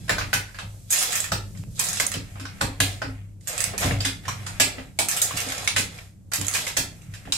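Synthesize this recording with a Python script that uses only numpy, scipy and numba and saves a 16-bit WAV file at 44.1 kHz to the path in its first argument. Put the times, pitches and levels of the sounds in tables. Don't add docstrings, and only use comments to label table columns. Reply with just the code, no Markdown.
import sys
import numpy as np
from scipy import signal
from scipy.fft import rfft, irfft, next_fast_len
from scipy.io import wavfile
from scipy.ndimage import uniform_filter1d
from numba import njit

SR = 44100
rng = np.random.default_rng(int(sys.argv[2]) if len(sys.argv) > 2 else 0)


def volts_from_db(level):
    exponent = np.asarray(level, float) / 20
    return 10 ** exponent


def dump(signal):
    limited = np.clip(np.atleast_2d(signal).T, -1, 1)
    pcm = np.round(limited * 32767).astype(np.int16)
    wavfile.write(sys.argv[1], SR, pcm)


N = 325017
M = next_fast_len(N)

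# f/Hz, level/dB, t60/s
CASE_MODES = [(1100, 3.5, 0.016), (1370, -5, 0.084), (1510, 10.5, 0.0075), (1780, -3.5, 0.024),
              (2060, 12, 0.0085), (2260, -9.5, 0.004), (2525, 16.5, 0.0046)]
# f/Hz, level/dB, t60/s
CAP_WALL_MODES = [(3024, -22, 0.017), (3160, 15, 0.0022), (3590, 5.5, 0.028), (4246, 12.5, 0.0071),
                  (5054, 10, 0.012)]
# f/Hz, level/dB, t60/s
CAP_SHELL_MODES = [(5550, 5, 0.0085), (6536, 9, 0.012), (7360, 6.5, 0.022), (7890, 13, 0.0073),
                   (9680, 10, 0.0036), (9960, 1, 0.028), (12600, -22, 0.0015), (11530, 11, 0.0052),
                   (15200, 6.5, 0.0036)]
# f/Hz, level/dB, t60/s
BOARD_MODES = [(335, -7.5, 0.006), (505, -15.5, 0.25), (504, -4.5, 0.06), (677, 0.5, 0.046),
               (742, 0.5, 0.02), (900, -15.5, 0.0083)]
# f/Hz, level/dB, t60/s
DESK_LOW_MODES = [(29.2, -13.5, 0.6), (45.55, -14, 0.93), (67.1, -13, 0.44), (99.7, -2, 0.58),
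                  (124.3, -5, 0.26), (162.7, -5.5, 0.24), (192, -10.5, 0.23)]
# f/Hz, level/dB, t60/s
DESK_TOP_MODES = [(251, -10.5, 0.069), (271.2, 0, 0.16), (291, -7.5, 0.13), (377, -18, 0.027),
                  (461, -8, 0.09), (540, -7.5, 0.059)]
# f/Hz, t60/s
ROOM_DECAY = [(100, 1), (400, 0.43), (1100, 0.3), (3000, 0.3), (7700, 0.26), (14000, 0.21)]
# f/Hz, level/dB
HISS_COLOUR = [(180, -36.5), (300, -42), (448, -14), (560, -1), (823, -19), (4700, -11), (7630, -6),
               (13800, -13)]
# f/Hz, left minus right/dB
PORT_BALANCE = [(100, 0), (1000, -0.5), (2500, 0), (5000, -1.5), (8000, -7), (12000, 6.5)]
# f/Hz, likeness/0-1
PORT_LIKENESS = [(30, .95), (95, 1), (160, 0.52), (290, 0.88), (640, 0.42), (1400, 0.04), (3100, 0.24),
                 (7000, 0)]
# mean delay t/s, level/dB
REBOUNDS = [
    (0, -3.5),
    (.002, 1),
    (.006, -6),
    (.011, -7),
    (.018, -13),
]
# t/s, peak level/dB, upper desk modes/dB, push length/s
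PUSHES = [(0.108, -21, -30, 0.014), (0.342, -19.5, -25, 0.025), (0.63, -23, -43, 0.029),
          (1.318, -21, -31, 0.0058), (1.586, -24.5, -35, 0.012), (1.666, -24.5, -32, 0.023),
          (2.021, -47, -6, 0.0069), (2.154, -24.5, -14.5, 0.012), (2.391, -28, -15, 0.025),
          (2.616, -16, -13, 0.029), (2.799, -16, -19.5, 0.012), (3.031, -16.5, -15, 0.084),
          (3.843, -15, -16.5, 0.016), (3.901, -13.5, -21.5, 0.018), (4.06, -29.5, -9, 0.0099),
          (3.854, -34.5, -1, .006), (4.271, -31, -22, 0.011), (4.451, -36, -19, 0.023),
          (4.606, -26, -10, 0.0034), (4.778, -36.5, -7, 0.0051), (5.339, -26.5, -19, 0.01),
          (5.466, -46, 4.5, 0.0045), (5.784, -37, 0.5, 0.0054), (6.382, -23.5, -15, 0.029),
          (6.582, -33.5, -16.5, 0.0054), (6.782, -26, -19, 0.0047), (7.084, -31, -42, 0.01),
          (7.251, -23.5, -17.5, 0.067)]
# t/s, case peak level/dB, cap shell/dB, knock/dB, own ring f/Hz
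SNAPS = [(0.3377, -17.5, 7.5, -32, 1500), (2.0005, -17, -1, -13, 2037), (2.803, -11.5, 4, -15.5, 1730),
         (3.9094, -18.5, -28, -15, 1830), (5.2176, -19, 11, -13, 3860), (5.3091, -22, -26, -25, 1120),
         (5.3715, -25, 1, -31, 4580), (5.5213, -24, 3, -34, 1780), (5.6759, -12.5, 1, -40, 2170),
         (5.9879, -34, -5, -14, 2260), (7.3231, -14.5, 1.5, -42, 3900)]
# t/s, case peak level/dB, cap shell/dB, knock/dB, own ring f/Hz
PRIES = [(0.0808, -33, -5, -14, 1510), (0.0943, -14, -7, -11, 1760), (0.1822, -21, -4.5, -13.5, 1520),
         (0.2106, -24.5, -24, -23, 1080), (0.3304, -17, -6.5, -15.5, 1470), (0.5872, -28, -5.5, -22, 1660),
         (1.3188, -19, 0, -8.5, 1390), (2.141, -23, -15.5, -17.5, 3080), (2.6086, -28, -7, -12, 1750),
         (2.6119, -18, -2, -11, 1470), (3.018, -25, -9, -4, 1510), (3.7795, -35.5, 17, -28, 2600),
         (4.005, -23, -3.5, -20, 4600), (4.0498, -20, 3.5, -17, 2000), (4.281, -23.5, -3.5, -30, 1050),
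         (4.4652, -27.5, 2, -44, 1370), (4.5996, -14.5, 5, -12, 1750), (4.9892, -17.5, 5, -10, 2260),
         (5.763, -16.5, 1, -19.5, 1770), (6.32, -25.5, -0.5, -19, 1475), (6.538, -25, 7.5, -24, 4410),
         (6.551, -28.5, 0, -11, 2220), (6.6686, -23.5, -4.5, -15.5, 2130), (6.768, -19, 6.5, -12, 1940),
         (5.782, -31.5, 19.5, -6, 2040)]
# t/s, case peak level/dB, cap shell/dB, own ring f/Hz
TOUCHES = [(0.4848, -39.5, -12, 1570), (0.622, -51, -38, 1100), (0.74, -55, -34.5, 1100),
           (0.5453, -34.5, -6, 1630), (1.5497, -43, -15, 2060), (1.572, -44.5, 8.5, 1870),
           (1.6312, -47, -20, 2600), (2.356, -38, -22, 1360), (2.3976, -34, 0.5, 1420),
           (2.4527, -31.5, -6.5, 1560), (2.8705, -49, -3.5, 2580), (3.409, -53, 14.5, 2060),
           (3.7359, -31, -27, 1750), (3.8282, -23, -4, 1490), (4.0891, -32.5, -7, 2780),
           (4.2534, -33, -7.5, 1780), (4.782, -31, -24.5, 1960), (5.4943, -31, -5, 2260),
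           (7.018, -47, 9, 2760), (7.138, -37.5, 1, 1910), (7.148, -41, 2, 1750), (7.254, -40, -12, 1660),
           (7.2732, -40, -27.5, 1760)]
# start t/s, length/s, heap rattle level/dB, case scuff level/dB
HANDLING_BURSTS = [(0.0, 0.44, -55, -60), (0.085, 0.026, -46, -58), (0.918, 0.19, -32.5, -39),
                   (1.126, 0.083, -36.5, -43), (1.763, .04, -45.5, -74), (1.792, 0.24, -37.5, -41),
                   (2.2, 1, -81, -52.5), (2.827, 0.039, -38, -41), (3.487, 0.2, -42.5, -39),
                   (3.745, .07, -65, -43), (3.816, 0.038, -30, -28.5), (4.24, 0.58, -55, -47),
                   (5.134, 0.5, -39.5, -39), (5.922, 0.063, -50, -47.5), (6.407, 0.079, -44.5, -45),
                   (6.54, 0.058, -34.5, -40), (6.637, 0.021, -39, -42), (6.91, 0.52, -81, -56.5)]
# t/s, level/dB
HAND_WEIGHT = [(0, -35.5), (.26, -34.5), (.5, -45), (1.2, -45), (1.502, -39.5), (1.9, -39), (2.05, -41.5),
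               (2.85, -40.5), (3.472, -43.5), (3.96, -33.5), (4.1, -39), (4.9, -40), (5.05, -49.5),
               (5.799, -35.5), (6.1, -48), (6.4, -42.5), (6.7, -42.5), (7.37, -45)]
# t/s, shell peak level/dB, case/dB, left minus right/dB, thrown to walls/dB
DROPS = [(0.9043, -16, -11, -6, 4), (0.9148, -17, -28, -8, -2), (0.9248, -9, -14, 5, -2),
         (0.9597, -20.5, 1, -9, 1), (0.9866, -18, -14.5, -14, 4), (1.0265, -14, -7, -7, -2),
         (1.1293, -18.5, 0, 7, -2), (1.1542, -15.5, -4, -3, 1.5), (1.2031, -16.5, -23, -10.5, -3),
         (1.7933, -14, -11, -6, -3), (1.8392, -24, -12, -16, 5), (1.8866, -22.5, -9.5, -17, 0.5),
         (1.9305, -18.5, -11, 14, -4), (1.9993, -13, 0, 0, -5.5), (2.0662, -11.5, -32, -10, -11),
         (3.4783, -20, -18, -1, 0.5), (3.5865, -29, -18, 0, 1), (3.6045, -16.5, -5.5, -19.5, -3.5),
         (3.6404, -16.5, -2, -13, -6), (3.8021, -21.5, -26, -6, 2), (5.0858, -12.5, -7.5, -5, -1.5),
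         (5.1212, -19, -8.5, 0, 1.5), (5.1661, -17, -4.5, -3, 3), (5.217, -11, -31, 14.5, -3),
         (5.3722, -24.5, 1, -17.5, 1), (6.3362, -14, -7.5, 3, -0.5), (6.4131, -18, -3.5, -10, -7),
         (6.4675, -19, -15, -7, -8), (6.4825, -15, -8, -8.5, -6), (6.5454, -25, 5, -8, 5)]
# t/s, shell peak level/dB
SETTLES = [(0.931, -16), (0.94, -21), (1.0095, -20.5), (1.015, -17.5), (1.048, -28), (1.106, -24),
           (1.122, -19.5), (1.18, -24), (1.2315, -30), (1.242, -20.5), (1.7783, -36), (1.7964, -13.5),
           (1.815, -33), (1.852, -29), (1.867, -21.5), (1.958, -28), (1.971, -20.5), (2.005, -17.5),
           (2.012, -18.5), (2.1171, -19.5), (2.139, -22.5), (3.473, -22), (3.4967, -28), (3.5295, -27),
           (3.5664, -30), (3.5792, -18), (3.779, -19), (5.113, -19), (5.2215, -16), (5.242, -27),
           (5.3505, -45), (5.367, -25), (5.374, -20.5), (5.403, -21), (5.413, -22), (5.4872, -24.5),
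           (5.5017, -24.5), (5.523, -32), (5.5802, -24.5), (5.648, -26.5), (6.317, -29.5), (6.3349, -16),
           (6.346, -25), (6.358, -20), (6.447, -23.5), (6.513, -24.5), (6.53, -23.5), (6.553, -22),
           (6.571, -22), (6.667, -24), (6.6788, -21), (6.691, -30)]
# start t/s, length/s, depth/dB, closing speed/(dB/s)
STILL_MOMENTS = [
    (1.634, 0.066, -4.5, 1500),
    (3.297, 0.097, -14.5, 77),
    (4.914, 0.049, -7, 60),
    (6.201, 0.11, -10.5, 48.5),
    (0.794, 0.042, 0.5, 36),
    (7.038, .07, -3.5, 50),
]
# t/s, level/dB, f/Hz
THIN_TICK = (1.638, -29.5, 800)
# start t/s, length/s, f/Hz, level/dB
TOOL_SQUEAK = (-0.1, .1, 2622, -62)

SNAP_CLEAN, PRY_CLEAN, TOUCH_CLEAN = 3.1, 1.15, 1
TOUCH_KNOCK_DB, KNOCK_PER_SHELL = -31.5, -1.16
SNAP_TO_WALLS_DB, SNAP_RING_DB, LIGHT_RING_DB_PER_DB = -1.5, 1.5, 0.12
CRACK_S = 0.001
RING_TO_ROOM_DB = -18
THIN_BELOW_HZ = 750
BOARD_PAN_DB, HEAP_PAN_DB = -2, -7.5
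CAP_RING_HZ, CAP_RING_SPREAD = 7700, 0.11
SETTLE_CASE_DB, SETTLE_TO_WALLS_DB = -3, -2.5
RATTLE_PER_S, SCUFF_PER_S = 400, 1100
RISE_DB_PER_S, RATTLE_FALL_DB_PER_S, SCUFF_FALL_DB_PER_S = 700, 160, 131
JUDDER_S = 0.038
AIR_DB, WET_DB, HUSH_OUT_DB_PER_S = -55.5, 12, 300
DUCK_DB, DUCK_RATIO, ATTACK_S, RELEASE_S = -31, 1.101, 0.0016, 0.13
EDGE_HZ, EDGE_DB, TOP_HZ, LOW_HZ = 14500, -20, 15700, 35.4


def on_hz(table, n):
    hz, value = np.transpose(table)
    bins_hz = np.arange(n // 2 + 1) * SR / n
    return np.interp(np.log(bins_hz + 1), np.log(hz), value)


def unit(x):
    return x / np.sqrt(np.mean(x ** 2))


def walk(per_s):
    k = int(SR / per_s)
    held = np.repeat(rng.standard_normal(N // k + 1), k)
    return uniform_filter1d(uniform_filter1d(held, k), k)[:N]


def away_db(start, length, before, after):
    t = np.arange(N) / SR
    return -before * np.maximum(start - t, 0) - after * np.maximum(t - start - length, 0)


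def pair(mid, side):
    n = next_fast_len(len(mid))
    alike = np.clip(on_hz(PORT_LIKENESS, n), 0, 1)
    m = rfft(mid, n) * np.sqrt((1 + alike) / 2)
    s = rfft(side, n) * np.sqrt((1 - alike) / 2)
    return irfft(np.array([m + s, m - s]), n)[:, :len(mid)]


def add(out, s, x, pan_db):
    i = int(s * SR)
    x = x[..., :N - i]
    out[..., i:i + x.shape[-1]] += x * volts_from_db(np.array([[pan_db], [-pan_db]]) / 2)


def ring(modes, seconds, chance, spread=0.076, scatter_db=2.0):
    t = np.arange(int(seconds * SR)) / SR
    hz, db, t60 = np.transpose(modes)[:, :, None]
    detune, strength, phase = chance[:3 * len(modes)].reshape(3, -1, 1)
    tones = np.sin(2 * np.pi * hz * (1 + spread * detune) * t + 2.22 * phase)
    x = np.sum(volts_from_db(db + scatter_db * strength) * tones * 1000. ** (-t / t60), axis=0)
    x = x * np.minimum(t / 0.0002, 1)
    return x / np.abs(x).max()


def squeak():
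    s, length, hz, db = TOOL_SQUEAK
    phase = 2 * np.pi * np.cumsum(hz * (1 + 0.0048 * walk(40))) / SR
    return volts_from_db(db + away_db(s, length, 300., 200.)) * np.sin(phase)


def air():
    colour = volts_from_db(on_hz(HISS_COLOUR, M))
    mid, side = (irfft(rfft(rng.standard_normal(M)) * colour, M)[:N] for _ in range(2))
    return volts_from_db(AIR_DB + 2.1 * walk(11)) * unit(pair(mid, side))


def desk_hum():
    tone = ring(DESK_LOW_MODES, .5, np.zeros(30)) + volts_from_db(-19.5) * ring(DESK_TOP_MODES, .5, np.zeros(18))
    mid, side = (signal.fftconvolve(rng.standard_normal(N), tone)[:N] for _ in range(2))
    shake_db = np.interp(np.arange(N) / SR, *np.transpose(HAND_WEIGHT))
    return volts_from_db(shake_db + 0.5 + 2.0 * walk(6)) * unit(pair(mid, side))


def grains(modes, per_s, spread_db, count):
    out = np.zeros((2, N))
    for _ in range(count):
        happens = rng.random(N) < per_s / count / SR
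        ticks = happens * volts_from_db(spread_db * rng.standard_normal(N))
        for side in out:
            piece = ring(modes, 0.009, rng.standard_normal(60), spread=0.087)
            side += signal.oaconvolve(ticks, piece)[:N]
    return unit(out)


def handling():
    rattle_db = np.max([db + away_db(s, length, RISE_DB_PER_S, RATTLE_FALL_DB_PER_S)
                        for s, length, db, _ in HANDLING_BURSTS], axis=0)
    scuff_db = np.max([db + away_db(s, length, RISE_DB_PER_S, SCUFF_FALL_DB_PER_S)
                       for s, length, _, db in HANDLING_BURSTS], axis=0)
    heap = volts_from_db(rattle_db - 1.0) * grains(CAP_WALL_MODES[1:] + CAP_SHELL_MODES, RATTLE_PER_S, 1, 10)
    scuff = volts_from_db(scuff_db - 5.5) * grains(CASE_MODES[2:] + CAP_WALL_MODES[:2], SCUFF_PER_S, 4.0, 10)
    press_db = 1.35 * (scuff_db + 39.0) - 46.0
    press = volts_from_db(press_db) * grains(BOARD_MODES + CASE_MODES[:2], SCUFF_PER_S, 6.0, 3)
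    return heap + scuff + press


def room(dry):
    n = int(.6 * SR)
    t = np.arange(n) / SR
    centres = 60 * 2 ** np.arange(0, 8.5, .5)
    noise = rfft(pair(*rng.standard_normal((2, n))))
    bins_hz = np.arange(n // 2 + 1) * SR / n
    octaves = np.log2((bins_hz + 1)[None] / centres[:, None])
    hz, seconds = np.transpose(ROOM_DECAY)
    t60 = np.interp(np.log(centres), np.log(hz), seconds)
    tail = np.zeros((2, n))
    for octave, decay_s in zip(octaves, t60):
        band = irfft(noise * np.clip(1 - 2 * abs(octave), 0, 1), n)
        tail += band * 1000. ** (-t / decay_s)
    tail = tail * np.clip((t - .002) / 0.0011, 0, 1)
    tail = tail / np.sqrt(np.sum(tail ** 2) / 2)
    return volts_from_db(WET_DB) * signal.fftconvolve(dry.mean(axis=0)[None], tail)[:, :N]


def blow(parts, own, chance):
    starts = np.cumsum([0] + [3 * len(modes) for modes, _ in parts])
    views = (chance[0], 0.76 * chance[0] + 0.66 * chance[1])
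    each = np.array([[volts_from_db(db) * ring(modes, .02, v[k:], scatter_db=1.8) for v in views]
                     for (modes, db), k in zip(parts, starts)])
    crack = each * np.exp(-np.arange(each.shape[-1]) / SR / CRACK_S)
    small = np.array([modes is not BOARD_MODES for modes, _ in parts])
    thin = signal.butter(2, THIN_BELOW_HZ, "high", fs=SR, output="sos")
    crack[small] = signal.sosfilt(thin, crack[small])
    narrow = np.array([ring([own], .02, v[-6:], spread=0.0083) for v in views])
    near = each.sum(axis=0) + volts_from_db(own[1]) * narrow
    far = crack.sum(axis=0) + volts_from_db(own[1] + RING_TO_ROOM_DB) * narrow
    return np.array([near, far])


def contacts():
    hits = [(*row, SNAP_CLEAN) for row in SNAPS] + [(*row, PRY_CLEAN) for row in PRIES]
    hits += [(s, db, shell_db, TOUCH_KNOCK_DB + KNOCK_PER_SHELL * shell_db, hz, TOUCH_CLEAN)
             for s, db, shell_db, hz in TOUCHES]
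    out, chance = np.zeros((2, 2, N)), rng.standard_normal((len(hits), len(REBOUNDS), 2, 100))
    for (s, db, shell_db, knock_db, hz, clean), draws in zip(hits, chance):
        high = np.clip((hz - 2000) / 1500, 0, 1)
        case = [(f, g - 8.1 * (1 - high) * abs(np.log2(f / hz)), t60) for f, g, t60 in CASE_MODES]
        parts = [(case, -7.0 * high), (CAP_WALL_MODES, 0.52 * shell_db * (1 - high)),
                 (CAP_SHELL_MODES, shell_db), (BOARD_MODES, knock_db + 3.0)]
        own_db = SNAP_RING_DB * (clean - 1) + 0.3 + LIGHT_RING_DB_PER_DB * (-31.5 - db)
        to_walls = volts_from_db(np.array([0, SNAP_TO_WALLS_DB * (clean - 1)]))[:, None, None]
        force_db = 1.26 * (db + 32) - 33.0
        for (lag_s, lag_db), d in zip(REBOUNDS, draws):
            size = volts_from_db(force_db + lag_db - 1260 * (clean - 1) * lag_s + 0.83 * d[0, -2])
            when = s - .0005 + lag_s * np.exp(.25 * d[0, -1])
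            add(out, when, size * blow(parts, (hz, own_db, .018), d) * to_walls, BOARD_PAN_DB)
    return out


def desk_thumps():
    n = int(.15 * SR)
    out, chance = np.zeros((2, N)), rng.standard_normal((len(PUSHES), 60 + 2 * n))
    for (s, db, top_db, push_s), d in zip(PUSHES, chance):
        judder = pair(*d[60:].reshape(2, n)) * np.exp(-np.arange(n) / SR / JUDDER_S)
        top = ring(DESK_TOP_MODES, .5, d[30:], spread=0.02, scatter_db=1.0)
        top = signal.fftconvolve(top[None], judder)[:, :int(.5 * SR)]
        low = ring(DESK_LOW_MODES, .5, d, spread=0.018, scatter_db=1.5)
        body = low + volts_from_db(top_db + 12.0) * top / np.abs(top).max()
        rise = np.minimum(np.arange(body.shape[1]) / SR / max(push_s, 1e-3), 1)
        add(out, s - .005, volts_from_db(db - 0.5) * body * rise, 0)
    return out


def hush():
    return volts_from_db(sum(np.minimum(db - away_db(s, length, speed, HUSH_OUT_DB_PER_S), 0)
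                   for s, length, db, speed in STILL_MOMENTS))


def landings():
    rows = DROPS + [(s, db, SETTLE_CASE_DB, HEAP_PAN_DB, SETTLE_TO_WALLS_DB) for s, db in SETTLES]
    out, chance = np.zeros((2, 2, N)), rng.standard_normal((len(rows), 2, 2, 100))
    for (s, db, case_db, pan_db, walls_db), draws in zip(rows, chance):
        hz = CAP_RING_HZ * np.exp(CAP_RING_SPREAD * draws[0, 0, -8])
        parts = [(CAP_SHELL_MODES, 0), (CASE_MODES + CAP_WALL_MODES, case_db)]
        for lag_s, lag_db, d in zip((0, .0015), (0.5, -3), draws):
            size = volts_from_db(1.25 * (db + 30.5) - 33.5 + lag_db)
            near, far = size * blow(parts, (hz, -4.0, .008), d)
            add(out, s + lag_s, np.array([near, volts_from_db(walls_db) * far]), pan_db)
    return out


def click():
    s, db, hz = THIN_TICK
    out, t = np.zeros((2, N)), np.arange(200) / SR
    add(out, s, volts_from_db(db) * np.exp(-2 * np.pi * hz * t), 0)
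    return out


def scene():
    (snaps, snaps_wide), (ticks, ticks_wide) = contacts(), landings()
    hands = handling()
    echoes = room(snaps_wide) + room(volts_from_db(1.0) * ticks_wide + volts_from_db(-9.0) * hands)
    background = hush() * (echoes + air())
    return snaps + ticks + hands + background + desk_thumps() + desk_hum() + click() + squeak()


@njit
def follow(x, attack, release):
    y, e = np.empty(len(x)), 0.
    for i in range(len(x)):
        e += (x[i] - e) * (attack if x[i] > e else release)
        y[i] = e
    return y


def low_pass(x):
    return signal.sosfilt(signal.butter(12, 16790, fs=SR, output="sos"), x)


def record(dry):
    tilt = on_hz(PORT_BALANCE, M) / 2
    x = irfft(rfft(dry, M) * volts_from_db(np.array([tilt, -tilt])), M)[:, :N]
    level = follow(np.abs(x).max(axis=0), 1 / (ATTACK_S * SR), 1 / (RELEASE_S * SR))
    level = np.roll(level, -int(0.0016 * SR))
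    edge = signal.sosfiltfilt(signal.cheby1(6, .1, EDGE_HZ, "high", fs=SR, output="sos"), x)
    x = x - edge * (1 - np.clip(level / volts_from_db(EDGE_DB) - 1, 0, 1))
    x = x * np.minimum(volts_from_db(DUCK_DB) / (level + 1e-9), 1) ** (1 - 1 / max(DUCK_RATIO, 1))
    x = np.tanh(1.697 * x) / 1.494
    x = signal.sosfilt(signal.ellip(8, .2, 60, TOP_HZ, fs=SR, output="sos"), x)
    x = signal.sosfilt(signal.butter(2, LOW_HZ, "high", fs=SR, output="sos"), x)
    return low_pass(x)


dry = scene()
out = record(dry)
dump(out)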